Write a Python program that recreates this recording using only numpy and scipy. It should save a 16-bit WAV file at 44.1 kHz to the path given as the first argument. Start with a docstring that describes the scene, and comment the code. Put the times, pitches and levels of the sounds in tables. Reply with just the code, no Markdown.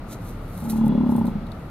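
"""A bison gives one low, rattling bellow in an open valley. Slow throat pulses make its deep
chest and mouth ring; they swell, then slacken and stop. Air puffs through its nose, and the
slopes send back a faint echo. Behind it are wind, a far rumble and a low throbbing hum.
Close by, dry grass swishes as blades brush together and ticks as stems snap."""
import sys
import numpy as np
from scipy import signal
from scipy.fft import rfft, irfft
from scipy.io import wavfile

SR = 44100
rng = np.random.default_rng(int(sys.argv[2]) if len(sys.argv) > 2 else 0)


def to_wav(sig):
    """Store sig (one row per channel, or 1-D mono) as 16-bit WAV at the path in sys.argv[1].

    Samples outside -1..1 are clipped; the rate is SR.
    """
    pcm = np.clip(np.atleast_2d(sig), -1, 1) * 32767
    pcm = np.round(pcm).astype(np.int16)
    wavfile.write(sys.argv[1], SR, pcm.T)  # frames by channels


N = 74970
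TIME = np.arange(N) / SR
FREQS = np.fft.rfftfreq(N, 1 / SR)

# the bright tone of dry grass blades: f/Hz, relative level/dB
BLADE_TONE = [(1500, -35), (4000, -11.5), (7000, -13.5), (9500, -4), (11000, -5), (13000, -1.5),
              (14200, -13.5), (15500, -11.5)]


def amp(db):
    """Turns decibels into a number to multiply a sound by."""
    return 10 ** (np.asarray(db) / 20)


def unit(x):
    """Scales a sound to an average strength (rms) of 1."""
    return x / np.sqrt(np.mean(x ** 2) + 1e-20)


def over_hz(points, hz):
    """Reads between the rows of a frequency table, treating each octave alike."""
    f, value = np.transpose(points)
    return np.interp(np.log(hz + 1), np.log(f), value)


def over_time(points, s=TIME):
    """Reads between the rows of a time table."""
    return np.interp(s, *np.transpose(points))


def pan(db):
    """Left and right gains that make the left louder by db."""
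    return amp(np.array([[.5], [-.5]]) * db)


def add(mix, s, sound):
    """Mixes a sound in, starting at s seconds."""
    part = mix[..., max(round(s * SR), 0):][..., :sound.shape[-1]]
    part += sound[..., :part.shape[-1]]


def colour(x, tone):
    """Shapes a sound's lows and highs by a table, at strength 1."""
    return unit(irfft(rfft(x) * amp(over_hz(tone, FREQS)), N))


def ringing_noise(hz, width):
    """Noise gathered around one frequency, at strength 1."""
    peak = 1 / (1 + (2 * (FREQS - hz) / width) ** 2) ** 1.5
    return unit(irfft(rfft(rng.standard_normal(N)) * peak, N))


def alike(a, b, likeness):
    """Blends two noises into left and right; likeness 1 makes both the same."""
    return np.array([a, likeness * a + np.sqrt(1 - likeness ** 2) * b])


def wind():
    """Wind makes a broad, steady rush, its bass nearly the same in both ears."""
    # tone of the wind: f/Hz, relative level/dB
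    tone = [(25, -29), (36, -19.5), (50, -8), (65, -5), (120, -6.5), (215, -8), (290, -11.5), (390, -17.5),
            (490, -17), (680, -18.5), (1050, -24.5), (1310, -20), (1600, -31), (2000, -31.5), (3400, -41),
            (4050, -39.5), (5500, -49), (7300, -54), (12100, -52.5), (15500, -59)]
    # how alike the two ears are: f/Hz, likeness
    likeness = [(100, .999), (200, .988), (350, .92), (600, .8), (1200, .7), (2500, .3), (5000, -.1),
                (12000, .4)]
    # lean to the left: f/Hz, left minus right/dB
    lean = [(100, .35), (300, .6), (500, 1.6), (1150, 4.3), (2200, .8), (5000, -.5), (12000, 0)]
    # a slight swell: t/s, relative level/dB
    swell = [(0, 0.5), (.5, 1), (1.2, 2), (1.7, 0)]
    a, b = rfft(rng.standard_normal((2, N)))
    spectrum = alike(a, b, over_hz(likeness, FREQS)) * pan(over_hz(lean, FREQS))
    return amp(-36.5 + over_time(swell)) * colour(irfft(spectrum, N), tone)


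def hum():
    """Two very low tones drift in and out of step, so their sum throbs."""
    t = TIME - .39  # in step, and so loudest, at .39 s
    return amp(-37) * np.sin(2 * np.pi * 32.3 * t) + amp(-41) * np.sin(2 * np.pi * 34.35 * t)


def rumble():
    """A far rumble of low noise rises and falls."""
    # its rise and fall: t/s, gain/dB
    swell = [(0, -11.5), (.12, -11), (.23, -2.5), (.3, -9.5), (.42, -3.5), (.6, -4.5), (1.3, -1.5),
             (1.7, -14)]
    # its noise bands: f/Hz, width/Hz, base level/dB
    bands = [(108.7, 66, -36), (179.7, 30, -36)]
    return amp(over_time(swell)) * sum(amp(db) * ringing_noise(hz, width) for hz, width, db in bands)


def crackle(tone):
    """A crowd of tiny clicks of uneven size, mostly alike in both ears."""
    clicks_per_s, spread_db = 3000, 3
    size = amp(spread_db * np.minimum(rng.exponential(1, (2, N)), 4))
    sign = rng.choice([-1, 1], (2, N))
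    a, b = size * sign * (rng.random((2, N)) < clicks_per_s / SR)
    return colour(alike(a, b, likeness=.94), tone)


def grass():
    """Blades and stalks brush past each other in short swishes."""
    # the coarser tone of stalks: f/Hz, relative level/dB
    stalk_tone = [(800, -3.5), (2000, -4.5), (3000, -8), (4000, 0.5), (4900, -6.5), (6300, 2), (9000, -9),
                  (15000, -29.5)]
    # swishes: peak t/s, rise/s, fall/s, blade level/dB, stalks relative to blades/dB
    swishes = [(0.13, 0.022, 0.013, -45, 1), (.29, 0.058, 0.035, -52, -3.5),
               (.59, 0.11, 0.056, -52.5, -7.5), (.655, 0.038, 0.024, -52.5, -3.5),
               (0.701, 0.0056, 0.02, -35, -6.5), (0.771, 0.012, 0.029, -52.5, 1.5),
               (0.861, 0.01, 0.01, -50.5, -11), (1.115, 0.028, 0.022, -53, -6.5),
               (1.17, 0.014, 0.044, -53.5, -29), (1.276, 0.0092, 0.025, -56, -4.5),
               (1.54, .04, 0.48, -67.5, -4)]
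    blades, stalks, out = crackle(BLADE_TONE), crackle(stalk_tone), np.zeros((2, N))
    for s, rise, fall, db, stalk_db in swishes:
        swell = np.exp(-np.maximum((s - TIME) / rise, (TIME - s) / fall))
        out += amp(db) * swell * (blades + amp(stalk_db) * stalks)
    return out * pan(db=-1.8)


def snaps():
    """Dry stems snap with a bright tick and a brief ring."""
    # snapping stems: t/s, tick level/dB, ring level/dB, left minus right/dB
    stems = [(0.577, -42, -54, -9), (0.604, -43, -65, -5), (0.6975, -46, -47.5, -16),
             (0.862, -46.5, -55, 0), (.881, -40, -62.5, -4), (1.164, -39, -68, -3), (1.177, -57, -66, 3),
             (1.192, -44, -69, -1.5), (1.256, -42.5, -62, -1.5), (1.268, -42.5, -45, -6),
             (1.468, -50, -49.5, 1), (1.5185, -48.5, -43.5, 12)]
    tick_fade_s, ring_fade_s = .0018, .004
    t, out = TIME[:SR // 30], np.zeros((2, N))
    for s, tick_db, ring_db, pan_db in stems:
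        tick = colour(rng.standard_normal(N), BLADE_TONE)[:len(t)] * np.exp(-t / tick_fade_s)
        ring = unit(ringing_noise(hz=4000, width=1000)[:len(t)]) * np.exp(-t / ring_fade_s)
        add(out, s, pan(pan_db) * (amp(tick_db) * tick + amp(ring_db) * ring))
    return out


def throat(pulse_times):
    """Each throat pulse makes the chest and mouth ring with fading tones, part pure and part rough."""
    # ringing tones: base f/Hz, base width/Hz, base level/dB, roughness (0-1), build-up/s
    rings = [(150.4, 18.1, -23, 0.5, .003), (227.2, 23.7, -9.5, 0.07, 0.0013),
             (393, 40.4, -28, 0.8, 0.0033), (555.7, 51, -26, 0.51, 0.0028),
             (860.4, 57.6, -22.5, 0.81, 0.0021), (994.6, 53, -27, .45, 0.0044),
             (1280, 85, -41.5, 1, 0.00073)]
    # how hard the bison pushes: t/s, gain/dB
    effort = [(.62, -11), (.655, -9), (.71, -8), (.78, -5), (.84, -1), (.95, 1), (1.01, 3), (1.1, 2),
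              (1.21, -1.5), (1.25, -2), (1.28, -3), (1.32, -21), (1.36, -4), (1.43, -19)]
    # the mouth opens and frees the upper tones: t/s, gain/dB
    mouth = [(.62, 2), (.8, 0), (1.0, 0.5), (1.15, 2.5), (1.28, 6.5), (1.36, -3)]
    # the throat tightens, then sags at the end: t/s, factor on frequency
    tension = [(.62, .96), (.8, .99), (1.05, 1.02), (1.22, 1.01), (1.36, .93)]
    # how fast the ringing dies: t/s, factor on width (wider dies sooner)
    damping = [(.65, .72), (.88, .72), (1.0, .9), (1.25, .95), (1.36, .7)]
    wobble_db, jitter_s = 1.1, .0002  # chance changes in each pulse's level and timing
    t, out = TIME[:SR // 8], np.zeros(N)
    air = [ringing_noise(hz, 2 * width) / np.sqrt(2) for hz, width, *_ in rings]
    chance = rng.standard_normal((len(pulse_times), 2 + len(rings)))
    for s, (time_luck, pulse_luck, *ring_luck) in zip(pulse_times, chance):
        for k, (hz, width, db, rough, build_s) in enumerate(rings):
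            pure = (-1) ** k * np.sin(2 * np.pi * hz * over_time(tension, s) * t)
            breath = air[k][round(s * SR):][:len(t)]
            ring = np.sqrt(1 - rough ** 2) * pure + rough * breath
            level = db + over_time(effort, s) + over_time(mouth, s) * (k > 1)
            level += wobble_db * (pulse_luck + ring_luck[k]) / 2
            rise = (1 - np.exp(-t / build_s)) ** 2
            fade = np.exp(-np.pi * width * over_time(damping, s) * t)
            add(out, s + jitter_s * time_luck, amp(level) * ring * rise * fade)
    return out


def nose(pulse_count):
    """Air hisses through the nostrils, with a puff on each throat pulse."""
    # strength of the breath: t/s, gain/dB
    breath = [(.7, -25), (.8, -10.5), (.86, -8.5), (.95, -6.5), (1.03, -9.5), (1.22, -15.5), (1.35, -18)]
    # bands of hiss: f/Hz, width/Hz, base level/dB
    bands = [(2830, 160, -59), (3382, 190, -55.5), (3980, 300, -65)]
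    puffs = .96 + np.exp(-(pulse_count % 1) / .61)
    hiss = sum(amp(db) * ringing_noise(hz, width) for hz, width, db in bands)
    return amp(over_time(breath)) * puffs * hiss


def bellow():
    """One run of slowing pulses drives both the throat and the nose."""
    # pace of the throat pulses: t/s, rate/Hz
    pulse_rate = [(.62, 39.6), (.68, 36.8), (.73, 36.1), (.79, 37.6), (.87, 35.8), (1.07, 34.9),
                  (1.17, 32.8), (1.27, 29.9), (1.34, 24.4), (1.43, 5.2)]
    calling = (TIME >= .6212) & (TIME < 1.45)
    pulse_count = np.cumsum(over_time(pulse_rate) * calling) / SR
    # a pulse fires each time the count passes a whole number
    pulse_times = TIME[np.flatnonzero(np.diff(np.ceil(pulse_count)))]
    return throat(pulse_times) + calling * nose(pulse_count)


def valley(x):
    """The ground and slopes scatter a faint echo, a little different in each ear."""
    # length of the echo: f/Hz, time to fade by 60 dB/s
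    fade_times = [(100, 0.54), (300, 0.66), (1000, 0.13), (4000, 0.067)]
    echo_db, stereo_width = -18, .293
    hz, t, noise = signal.stft(rng.standard_normal((2, SR // 2)), SR, nperseg=256)
    fade = amp(-60 * t / over_hz(fade_times, hz)[:, None])
    middle, side = signal.istft(noise * fade, SR, nperseg=256)[1]
    tail = (middle + stereo_width * np.array([side, -side])) / np.linalg.norm(middle)
    return amp(echo_db) * signal.fftconvolve(x[None], tail, axes=1)[:, :N]


def ears(x, lead):
    """Sound from one side reaches the two ears out of step."""
    angle = over_hz(lead, FREQS)
    return irfft(rfft(x) * np.exp(1j * np.array([[1], [-1]]) * angle / 2), N)


def arrive(voice):
    """The voice arrives without its deepest bass, its middle range stronger on the left."""
    # lean to the left: f/Hz, left minus right/dB
    lean = [(200, -0.2), (400, 3), (700, 1), (1100, 2.5), (2400, -7), (4400, 6)]
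    low_cut_hz = 44
    bass_cut = 1 / np.sqrt(1 + (low_cut_hz / (FREQS + 1)) ** 6)
    return irfft(rfft(voice) * pan(over_hz(lean, FREQS)) * bass_cut, N)


def scene():
    """The bison in its valley, with wind behind and grass in front."""
    # how far the left ear is ahead for the grass: f/Hz, phase/rad
    grass_lead = [(1500, .1), (3700, .3), (5000, 2.4), (7200, 1.7), (9000, .6), (13000, -.35),
                  (15300, -1.1)]
    # the same for the bison: f/Hz, phase/rad
    bison_lead = [(60, .1), (150, .3), (230, .5), (400, .62), (700, .25), (950, .5), (1250, .1),
                  (3400, .15)]
    around = wind() + hum() + rumble() + ears(grass() + snaps(), grass_lead)
    bison = bellow()
    return around + arrive(ears(bison + valley(bison), bison_lead))


def record(dry):
    """Cuts away the very highest treble."""
    high_cut_hz = 15700
    treble_cut = signal.firwin(511, high_cut_hz, window=("kaiser", 9), fs=SR)
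    return signal.oaconvolve(dry, treble_cut[None], "same")


dry = scene()
out = record(dry)
to_wav(out)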